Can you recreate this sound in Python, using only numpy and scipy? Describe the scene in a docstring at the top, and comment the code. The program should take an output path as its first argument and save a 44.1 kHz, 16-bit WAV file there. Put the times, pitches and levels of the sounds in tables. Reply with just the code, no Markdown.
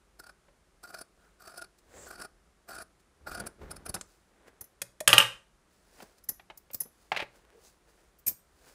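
"""Over faint room tone, tailor's shears crunch through cloth: grains of thread noise excite the blade resonances.
Soft pats, dull knocks and the friction noise of cloth and blade on the table come between.
Bangles clink as decaying modes; the shears clatter down as impacts that ring steel and table modes.
Then hands turn and smooth the cloth, bangles clink again and something hard is nudged across the table top.
A small room adds diffuse reflections."""
import sys
import numpy as np
from scipy import signal
from scipy.fft import rfft, irfft, next_fast_len
from scipy.io import wavfile
from scipy.ndimage import uniform_filter1d

SR = 44100
rng = np.random.default_rng(int(sys.argv[2]) if len(sys.argv) > 2 else 0)


def wav_out(sig):
    """Save sig, one row per channel (or a flat mono array), as 16-bit PCM at SR to the path in sys.argv[1]."""
    wavfile.write(sys.argv[1], SR, np.round(np.clip(np.atleast_2d(sig).T, -1, 1) * 32767).astype(np.int16))


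N = 385434  # samples

# Room tone: pitch_hz, level_db
AIR_SPECTRUM = [(12, -37.5), (20, -7), (49, 3), (103, -13.5), (185, -9), (274, -15.5), (362, -10.5),
                (478, -15.5), (686, -16), (834, -18.5), (1270, -17.5), (2760, -26), (4190, -28),
                (9930, -29.5), (15500, -47)]
AIR_DB = -67
# Decay of the room by band: pitch_hz, t60_s
ROOM_DECAY = [(100, .25), (400, .32), (1400, .3), (3000, .29), (7000, .33), (14000, .23)]
CUTOFF_HZ = 15600

# Runs of small bites as the shears close: start_s, end_s, small_bite_level_db (mean at mid run);
# big bites may follow a run
SMALL_BITE_RUNS = [(0.19, 0.311, -68), (0.83, 1.02, -54), (1.394, 1.6, -54), (2.06, 2.26, -50),
                   (2.681, 2.825, -47), (3.265, 3.38, -43.5)]
# Big bites through a thick bundle of threads: time_s, level_db, treble_db (before the tilt scale in bite)
BIG_BITES = [(0.1958, -46, -4), (0.2375, -51.5, -11), (0.266, -50.5, -10), (0.293, -48, -15),
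             (0.835, -46.5, -6), (0.848, -48.5, -24), (0.9027, -50, -10), (0.9428, -40, -11),
             (0.986, -45.5, -5), (1.0115, -41.5, -4), (1.4195, -52.5, -9), (1.4747, -47, -9),
             (1.576, -42.5, -4.5), (1.5913, -46.5, -12), (1.6174, -39.5, -8), (1.6416, -50.5, -19),
             (2.1067, -43.5, -8), (2.198, -44.5, -7), (2.217, -40.5, -1), (2.248, -44, -11),
             (2.6884, -47.5, -19), (2.7162, -45.5, -14), (2.75, -45, -5), (2.7837, -42.5, -8),
             (2.82, -45, -6), (3.27, -36.5, -25), (3.347, -38, -9), (3.3994, -36.5, -1.5),
             (3.467, -36.5, 0.5), (3.711, -38, -4), (3.763, -46, -3), (3.861, -38.5, 0), (3.893, -35, 15),
             (3.949, -36, 5)]
# Blade resonances, changing as the crossing runs to the tips: pitch_hz, width_hz, open_db, shut_db
BLADE_MODES = [(680, 110, -1, -2), (1260, 40, 6.5, -3), (1425, 70, 13, 8), (1560, 40, -5, -5),
               (2360, 140, -15, -9), (4633, 110, 1, -2), (5170, 120, -1, -2.5), (5900, 80, -7, -17),
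               (7730, 190, -1, -18), (8190, 220, -2, -15.5), (9100, 190, -24, -6), (9420, 600, -14.5, -10),
               (10500, 160, -28, 1), (13450, 170, 5.5, -21)]
# Parting threads: pitch_hz, level_db
CRUNCH_SPECTRUM = [(59, -66), (100, -11), (250, -9), (390, 1), (541, -18), (682, 7), (1020, -12.5),
                   (1460, 0), (1920, -16), (3390, -17), (4560, -6.5), (6810, -13), (10600, -5.5),
                   (15500, -62)]
SMALL_BITES_PER_S, SMALL_HALF_S, SMALL_TREBLE_DB = 60, .0075, -11
BIG_HALF_S = 0.005
SQUEEZE_DB, SCATTER_DB = 2, 2  # small bites: growth as the grip tightens over a run; chance spread

# Pats of hand and cloth on the table: time_s, level_db
PATS = [(0.2, -56), (2.22, -56), (4.612, -52), (6.025, -49), (6.294, -51), (6.315, -55), (6.743, -51.5),
        (6.812, -53), (6.855, -52), (7.224, -39), (8.27, -53), (8.31, -54)]
# Puff of a pat: pitch_hz, level_db
PAT_SPECTRUM = [(40, -4), (110, -5), (330, 0), (550, -4.5), (1200, -13.5), (4000, -33)]

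# Dull knocks on the table top: time_s, level_db, upper_mids_db (against the lows), table_thump_db
KNOCKS = [(0.483, -60.5, -4, -5), (3.962, -41, -12, -14), (6.002, -48, -2, -22), (6.396, -50.5, -3, -20),
          (6.5, -44, -6, -19.5), (6.703, -52, 0, -5), (7.118, -22, -4, -20), (7.147, -39, 2, -26),
          (7.163, -27.5, 4, -28), (7.1705, -29, 6, -24), (7.193, -33, 4, -28), (7.201, -31, 4, -26),
          (7.216, -38, 8, -20), (7.223, -36, -3, -15)]
# Modes rung by a knock on the table: pitch_hz, level_db, t60_s
BOARD_MODES = [(580, -20, 0.15), (1170, -12, 0.033), (1330, -6, 0.037), (2500, 5, 0.012), (2950, 3, .012)]
# Dense body of a knock: pitch_hz, level_db
KNOCK_SPECTRUM = [(47, -36.5), (80, -31), (833, 4), (1110, -3), (2440, 1), (2900, -4), (3940, -9.5),
                  (5720, -20), (9270, -36), (15000, -78)]
# Low modes of the table top: pitch_hz, level_db, t60_s
TABLE_MODES = [(120, -16, .28), (178, -15, .24), (320, -12, .06), (470, -6, .05), (552, -1, .08),
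               (620, -3, .045)]
# Edge click, metal on metal: pitch_hz, level_db
EDGE_SPECTRUM = [(500, -21.5), (3000, -14.5), (6000, -7.5), (9000, -3), (12000, -6), (15500, -16)]
# Light clicks of the shears in the hand: time_s, level_db
CLICKS = [(4.817, -29), (5.004, -34.5)]
# Modes of the shears in the hand: pitch_hz, level_db, t60_s
HANDLE_MODES = [(1760, 0, 0.035), (2464, 2, 0.03), (3300, 1.5, 0.032), (6600, -6, .05), (8900, -7, .06),
                (9800, -7, .1)]
# Dense body of the blades springing apart: pitch_hz, level_db
TICK_SPECTRUM = [(300, -11), (2400, -5), (3700, -6), (5000, -6), (8000, 1), (10500, -8), (13000, -25)]
# Hollow note of a handle loop on the table: pitch_hz, level_db, t60_s
HOLLOW_MODES = [(613, 0, 0.048)]
SHUT_S, SHUT_DB = 3.9415, -32  # the blades snap shut at the end of the cut
RELEASE_S, RELEASE_DB = 4.011, -36.5  # the blades spring apart after the last cut
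THUNK_S, THUNK_DB = 5.0095, -32.5  # a handle loop touches the table

# Hands slide cloth over the table: fastest_s, rise_s, fall_s, rub_db, hiss_db (both before the trim in cloth)
SLIDES = [(1.25, 0.17, 0.17, -67.5, -73), (1.788, .01, .015, -72, -60), (1.97, .12, .2, -54, -62),
          (2.07, 0.14, .08, -59.5, -59.5), (3.003, .01, .015, -68, -66), (4.1, .1, 0.19, -74, -67),
          (4.42, 0.26, 0.52, -65, -83), (4.482, 0.017, 0.014, -49.5, -60), (5.73, .05, .2, -80, -72.5),
          (6.0, 0.19, 0.22, -59, -60), (6.028, 0.016, 0.01, -52.5, -52), (6.184, 0.009, 0.016, -67, -62),
          (7.02, 0.18, 0.27, -70, -67.5), (7.36, 0.052, .08, -63, -64.5), (7.52, 0.23, 0.21, -65.5, -83),
          (7.66, 0.089, 0.094, -64.5, -57), (7.89, .04, .08, -67, -70), (8.01, .2, .2, -67, -71),
          (8.69, 0.19, .17, -59.5, -59.5)]
# Soft rub on the table: pitch_hz, level_db
RUB_SPECTRUM = [(59, -48), (100, -16.5), (230, -13), (260, -4), (313, -4.5), (475, -1.5), (1300, -12.5),
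                (1510, -8), (4000, -24), (5200, -51.5), (8800, -120)]
# Fizz of the weave: pitch_hz, level_db
HISS_SPECTRUM = [(1470, -35.5), (2500, -8.5), (3050, -12.5), (4750, -3.5), (5660, -6), (7740, -6),
                 (10500, -8.5), (12200, -16), (15500, -9)]
GLIDE_DB = 20  # a sliding sound gains this much over its rise and loses it over its fall

# The weave zips at a pitch set by its speed: centre_s, level_db, pitch_hz, half_length_s
ZIPS = [(1.25, -69, 1400, .04), (1.98, -59, 560, .045), (2.025, -55, 7500, 0.055), (7.566, -61, 463, 0.029),
        (7.667, -65, 6440, 0.017)]

# The lower blade pushed along the table: hardest_s, rise_s, fall_s, boom_db, scrape_db (before the trim in dragging)
DRAGS = [(1.99, .2, .35, -61, -63), (2.206, .04, 0.061, -59, -53.5), (2.79, 0.084, .08, -62, -60),
         (3.21, .03, .15, -63, -68), (3.3, .06, 0.14, -48.5, -53.5), (3.41, 0.074, 0.11, -55, -41),
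         (3.625, 0.035, 0.074, -43.5, -45.5), (3.71, 0.074, 0.24, -49, -49.5),
         (3.9, 0.039, 0.018, -44, -43.5), (3.947, 0.011, 0.078, -49, -47.5)]
# Soft boom of the table: pitch_hz, level_db
BOOM_SPECTRUM = [(15, -20.5), (40, -1), (60, 2.5), (90, -5), (150, -22), (400, -50)]
# Scrape of the blade: pitch_hz, level_db
SCRAPE_SPECTRUM = [(60, -13), (160, -1), (450, -3), (800, -11.5), (1500, -13), (2500, -23.5), (6000, -35),
                   (15000, -48)]

# Bangles graze each other: time_s, level_db, small_share (0-1), contact_half_s, rattle_db (contact)
CLINKS = [(4.613, -37.5, 0, 0.0024, 2), (4.644, -51.5, .05, 0.0026, -3), (6.242, -51.5, 0.1, 0.0026, 2),
          (6.2925, -23.5, 0.02, 0.0027, 1), (6.577, -43, 0.02, 0.0022, 15), (6.714, -52, .6, 0.0013, 14),
          (6.736, -37, 1, 0.0025, 3), (6.747, -26.5, .7, 0.0021, 21), (6.808, -26, 0.01, 0.003, -6),
          (6.817, -37, 0, 0.0029, 2), (6.836, -46, .1, .002, 0), (8.192, -56, 0.84, 0.0041, 12),
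          (8.269, -25, 0.95, 0.0026, 0), (8.280, -21, 0.97, 0.0017, -8), (8.285, -24, 0.96, 0.0061, 0)]
# Modes of the larger bangles, before mismatch: pitch_hz, level_db, t60_s
LARGE_BANGLE_MODES = [(1950, -19, .03), (5180, -15, .035), (6080, -11, .04), (6940, -16, .04),
                      (9350, -12, .04), (9800, -6, .045), (10050, -6, .045), (10480, -8, .04),
                      (11150, -8, .04), (11620, 0, .045), (15100, -15, .03)]
# Modes of the smaller bangles, before mismatch: pitch_hz, level_db, t60_s
SMALL_BANGLE_MODES = [(2400, -18, .03), (5050, -26, .04), (6100, -20, .04), (6620, -15, .06),
                      (7030, -11, .09), (8420, -6, .04), (9300, -14, .04), (11000, -12, .06),
                      (12150, -6, .05), (12780, 3, .075), (13380, 1, .07), (15100, -1, .045)]

# Steel lands and bounces: time_s, level_db, edge_click_db, ring_db (last two against the dense body)
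CLATTER = [(5.0757, -11, 2.5, -7), (5.0915, -18, -14, 10), (5.1015, -24, -14, 5), (5.1300, -7.5, -7, 5),
           (5.1355, -18, -5, -10), (5.1808, -4.5, 0, 6), (5.2024, -13.5, -16, 14), (5.2098, -20, -18, 6),
           (5.2225, -25, -18, 4)]
# Modes of the shears, damped by the table: pitch_hz, level_db, t60_s
STEEL_MODES = [(900, -16, .035), (1166, -12, .04), (1600, -13, .03), (1830, -11, .03), (2560, -5, .016),
               (2810, 1, .018), (2980, 0, .018), (3180, -3, .016), (3700, -9, .018), (8900, -22, .05),
               (11250, -22, .05), (11950, -22, .05)]
# Dense modes of shears and table: pitch_hz, level_db
LANDING_SPECTRUM = [(35, -46), (60, -19), (180, -24), (230, -24), (533, -11), (1290, -9), (1790, -3),
                    (2360, -8), (2840, -10), (4800, -12), (6000, -18), (9080, -35), (12300, -23),
                    (15500, -38)]


def amp(db):
    """The decibel law: level to amplitude ratio."""
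    return 10 ** (np.asarray(db) / 20)


def unit(x):
    """Normalisation to rms 1."""
    return x / np.sqrt(np.mean(x ** 2) + 1e-20)


def read(points, hz):
    """Interpolation: straight lines between the points over log frequency."""
    point_hz, value = np.transpose(points)
    return np.interp(np.log(hz + 1), np.log(point_hz + 1), value)


def add(mix, s, sound):
    """Superposition: sums a sound into the mix from time s."""
    part = mix[max(round(s * SR), 0):][:len(sound)]
    part += sound[:len(part)]


def colour(x, spectrum):
    """Linear filtering: weights x by a spectrum, then brings it to rms 1."""
    size = next_fast_len(len(x))
    gain = amp(read(spectrum, np.fft.rfftfreq(size, 1 / SR)))
    return unit(irfft(rfft(x, size) * gain, size)[:len(x)])


def noise(spectrum, size):
    """Filtered Gaussian noise at rms 1."""
    return colour(rng.standard_normal(size), spectrum)


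def grains(per_s, spread_db, size):
    """Shot noise: random tiny snaps, a few much larger than the rest."""
    happens = rng.random(size) < per_s / SR
    boost = amp(spread_db * np.minimum(rng.exponential(1, size), 4))
    return rng.standard_normal(size) * happens * boost


def at_level(x, db, size=260):
    """Short-time rms: sets the level of the loudest few milliseconds."""
    return x * amp(db) / np.sqrt(uniform_filter1d(x ** 2, size).max() + 1e-20)


def ring(modes, t):
    """Modal decay: sinusoids of random phase die exponentially, from about rms 1 at time 0."""
    total = sum(amp(db - 60 * t / t60) * np.sin(2 * np.pi * (hz * t + rng.random()))
                for hz, db, t60 in modes)
    return total / np.sqrt(sum(amp(db) ** 2 for _, db, _ in modes) / 2)


def room_tone():
    """Stationary noise: a steady, mostly low spectrum."""
    return amp(AIR_DB) * noise(AIR_SPECTRUM, N)


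def room(x, gap=0.0025, build=0.0081):
    """Diffuse reverberation: reflections build up after a gap (s), then die band by band."""
    hz, t, z = signal.stft(rng.standard_normal(SR * 2 // 3), SR, nperseg=256)
    decay = amp(-60 * t / read(ROOM_DECAY, hz)[:, None])
    tail = signal.istft(z * decay, SR, nperseg=256)[1]
    tail *= np.clip((np.arange(len(tail)) / SR - gap) / build, 0, 1)
    tail = colour(tail, [(100, 9.5), (700, 3), (1800, 3.0), (3000, -3), (4500, 1.0),
                         (8000, -2.5), (14000, -2)])  # (Hz, dB)
    return signal.fftconvolve(x, tail / np.linalg.norm(tail))[:N]


def bite(s, db, treble_db, half, shut, threads_per_s=12000, spread_db=2, blade_db=4, mode_scatter_db=3,
         peak_delay=0.0036, tilt=0.72, usual_treble_db=-5, split_hz=4500):
    """Source and resonator: a swell of snapping threads, heard directly and through the blades."""
    t = np.arange(4096) / SR
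    hz, middle = np.fft.rfftfreq(len(t), 1 / SR), t.mean()
    mode_hz, width, open_db, shut_db = np.transpose(BLADE_MODES)
    mode_db = open_db + shut * (shut_db - open_db) + mode_scatter_db * rng.standard_normal(len(BLADE_MODES))
    resonance = (amp(mode_db) / (1 + 2j * (hz[:, None] - mode_hz) / width)).sum(1)
    pressure = 1 / np.cosh(np.clip(1.53 * (t - middle) / half, -50, 50))
    direct = grains(threads_per_s, spread_db, len(t)) * pressure
    through = grains(threads_per_s, spread_db, len(t)) * pressure
    blades = unit(irfft(rfft(through) * resonance))
    sound = colour(direct, CRUNCH_SPECTRUM) + amp(blade_db) * blades
    sound = colour(sound, [(split_hz / 2, 0), (split_hz * 2, tilt * (treble_db - usual_treble_db))])
    return s + peak_delay - middle, at_level(sound, db)


def cutting():
    """Repeated fracture: runs of uneven small bites tend to grow, with big bites among and after them."""
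    out = np.zeros(N)
    starts_ends = np.ravel([row[:2] for row in SMALL_BITE_RUNS])
    for s, db, treble_db in BIG_BITES:
        # 0 open, 1 shut; after a run it returns gradually to 0 by the next, and stays 1 after the last
        shut = np.interp(s, starts_ends, np.tile([0, 1], len(SMALL_BITE_RUNS)))
        add(out, *bite(s, db, treble_db, BIG_HALF_S, shut))
    for start, end, db in SMALL_BITE_RUNS:
        count = int((end - start) * SMALL_BITES_PER_S)
        uneven = rng.uniform(-.35, .35, count)
        for shut in (np.arange(count) + .5 + uneven) / count:
            level = db + SQUEEZE_DB * (shut - .5) + SCATTER_DB * rng.standard_normal()
            add(out, *bite(start + shut * (end - start), level, SMALL_TREBLE_DB, SMALL_HALF_S, shut))
    return out


def pats(rise=0.00082, t60=0.062):
    """Heavily damped impact: each soft contact is a low puff with no ring."""
    t, out = np.arange(SR // 5) / SR, np.zeros(N)
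    for s, db in PATS:
        envelope = amp(-60 * t / t60) * (1 - np.exp(-t / rise))
        add(out, s, at_level(noise(PAT_SPECTRUM, len(t)) * envelope, db))
    return out


def blow(modes, spectrum, db, edge_db, ring_db, thump_db, rise, t60, snap=0.00023, detune=0.014):
    """Impact excitation: modes ring almost at once; dense body, edge click and table top build over the rise."""
    t = np.arange(SR // 3) / SR
    dense = (noise(spectrum, len(t)) + amp(edge_db) * noise(EDGE_SPECTRUM, len(t))) * amp(-60 * t / t60)
    body = (dense + amp(thump_db) * ring(TABLE_MODES, t)) * (1 - np.exp(-t / rise))
    # each contact loads the struck object at another place and shifts its modes
    loaded = [(hz * (1 + detune * rng.standard_normal()), *rest) for hz, *rest in modes]
    ping = amp(ring_db) * ring(loaded, t) * (1 - np.exp(-t / snap))
    return at_level(body + ping, db)


def tapping(knock_ring_db=-5):
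    """Light impacts: table knocks, and the shears snapping shut, springing open, clicking and touching down."""
    out = np.zeros(N)
    for s, db, upper_mids_db, thump_db in KNOCKS:
        knock = blow(BOARD_MODES, KNOCK_SPECTRUM, db, edge_db=-27, ring_db=knock_ring_db,
                     thump_db=thump_db, rise=.0005, t60=.052)
        add(out, s, at_level(colour(knock, [(900, 0), (3000, upper_mids_db)]), db))
    snap_shut = blow(BOARD_MODES, CRUNCH_SPECTRUM, SHUT_DB, edge_db=3, ring_db=-14,
                     thump_db=-14, rise=.003, t60=.035)
    add(out, SHUT_S, snap_shut)
    spring_open = blow(HANDLE_MODES, TICK_SPECTRUM, RELEASE_DB, edge_db=-14, ring_db=-20,
                       thump_db=-26, rise=.0004, t60=0.026)
    add(out, RELEASE_S, spring_open)
    for s, db in CLICKS:
        click = blow(HANDLE_MODES, LANDING_SPECTRUM, db, edge_db=7, ring_db=-4,
                     thump_db=-14, rise=.0016, t60=.026)
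        add(out, s, click)
    thunk = blow(HOLLOW_MODES, KNOCK_SPECTRUM, THUNK_DB, edge_db=-15.5, ring_db=16,
                 thump_db=-8, rise=.002, t60=.027)
    add(out, THUNK_S, thunk)
    return out


def sliding(moves, low, high):
    """Sliding friction: each movement gathers speed and slows, swelling a low and a high noise together."""
    low_gain, high_gain = np.zeros((2, N))
    for s, rise, fall, low_db, high_db in moves:
        t = np.arange(-2 * rise, 2 * fall, 1 / SR)
        speed = amp(-GLIDE_DB * np.maximum(-t / rise, t / fall))
        add(low_gain, s + t[0], amp(low_db) * speed)
        add(high_gain, s + t[0], amp(high_db) * speed)
    return low * low_gain + high * high_gain


def cloth(level_db=-1):
    """Granular friction: a soft rub of cloth on the table and the fine fizz of the weave."""
    rub = colour(grains(4000, 2.2, N), RUB_SPECTRUM)
    hiss = colour(grains(9000, 2.5, N), HISS_SPECTRUM)
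    return amp(level_db) * sliding(SLIDES, rub, hiss)


def zips(width=0.34, skirt_db=-22):
    """Quasi-periodic friction: threads ticking past in quick succession, as a narrow band of noise."""
    t, out = np.arange(-SR // 4, SR // 4) / SR, np.zeros(N)
    for s, db, hz, half in ZIPS:
        band = noise([(hz / 2, -50), (hz * (1 - width), skirt_db), (hz, 0),
                      (hz * (1 + width), skirt_db), (hz * 2, -50)], len(t))
        add(out, s + t[0], amp(db) * np.exp(-.5 * (t / half) ** 2) * band)
    return out


def dragging(level_db=-1):
    """Friction and radiation: the blade scrapes along the table, which booms softly."""
    boom = noise(BOOM_SPECTRUM, N)
    scrape = colour(grains(5000, 1.5, N), SCRAPE_SPECTRUM)
    return amp(level_db) * sliding(DRAGS, boom, scrape)


def bangles(mismatch_hz=60, rattle_tail=0.4, count=3):
    """Detuned modes: nearly alike bangles rattle for an instant and ring briefly, damped by the wrist."""
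    t, out = np.arange(-SR // 50, SR // 4) / SR, np.zeros(N)
    after = np.maximum(t, 0)
    contact = [(150, -9), (1000, -16.5), (3500, -20), (5500, -6.5), (10000, -8.5), (15000, 2.5)]  # (Hz, dB)

    def stack(modes):
        """Superposed modes of several bangles, each mode mistuned by chance."""
        return ring([(hz + mismatch_hz * rng.standard_normal(), db, t60) for hz, db, t60 in modes * count], t)

    for s, db, share, half, rattle_db in CLINKS:
        share = np.clip(share, 0, 1)
        tone = np.sqrt(1 - share) * stack(LARGE_BANGLE_MODES) + np.sqrt(share) * stack(SMALL_BANGLE_MODES)
        rattle = amp(rattle_db) * noise(contact, len(t)) * np.exp(-rattle_tail * after / half)
        closing = np.exp(-((t - after) / half) ** 2)  # swells up to the contact, then stays at 1
        add(out, s + t[0], at_level((tone + rattle) * closing, db))
    return out


def clatter():
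    """Repeated impact: the shears drop on the table and bounce."""
    out = np.zeros(N)
    for s, db, edge_db, ring_db in CLATTER:
        landing = blow(STEEL_MODES, LANDING_SPECTRUM, db, edge_db, ring_db,
                       thump_db=-18, rise=0.0025, t60=.027)
        add(out, s, landing)
    return out


def scene():
    """Direct and reverberant sound: the shears land further off, so more of theirs comes by way of the room."""
    near = cutting() + pats() + cloth() + zips() + dragging()
    taps, clinks, shears = tapping(), bangles(), clatter()
    wet = amp(-22.0) * near + amp(-8.0) * shears + amp(-18.0) * taps + amp(-17) * clinks
    return (near + shears + taps + clinks + room(wet) + room_tone())[None]


def record(dry, low_cut_hz=28):
    """Transducer limits: the microphone sheds deep bass and overloads at full scale; then the band limit."""
    high_pass = signal.butter(2, low_cut_hz, "high", fs=SR, output="sos")
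    sound = np.clip(signal.sosfilt(high_pass, dry), -1, 1)
    low_pass = signal.firwin(255, CUTOFF_HZ, window=("kaiser", 8), fs=SR)
    return signal.oaconvolve(sound, low_pass[None], "same")


dry = scene()
out = record(dry)
wav_out(out)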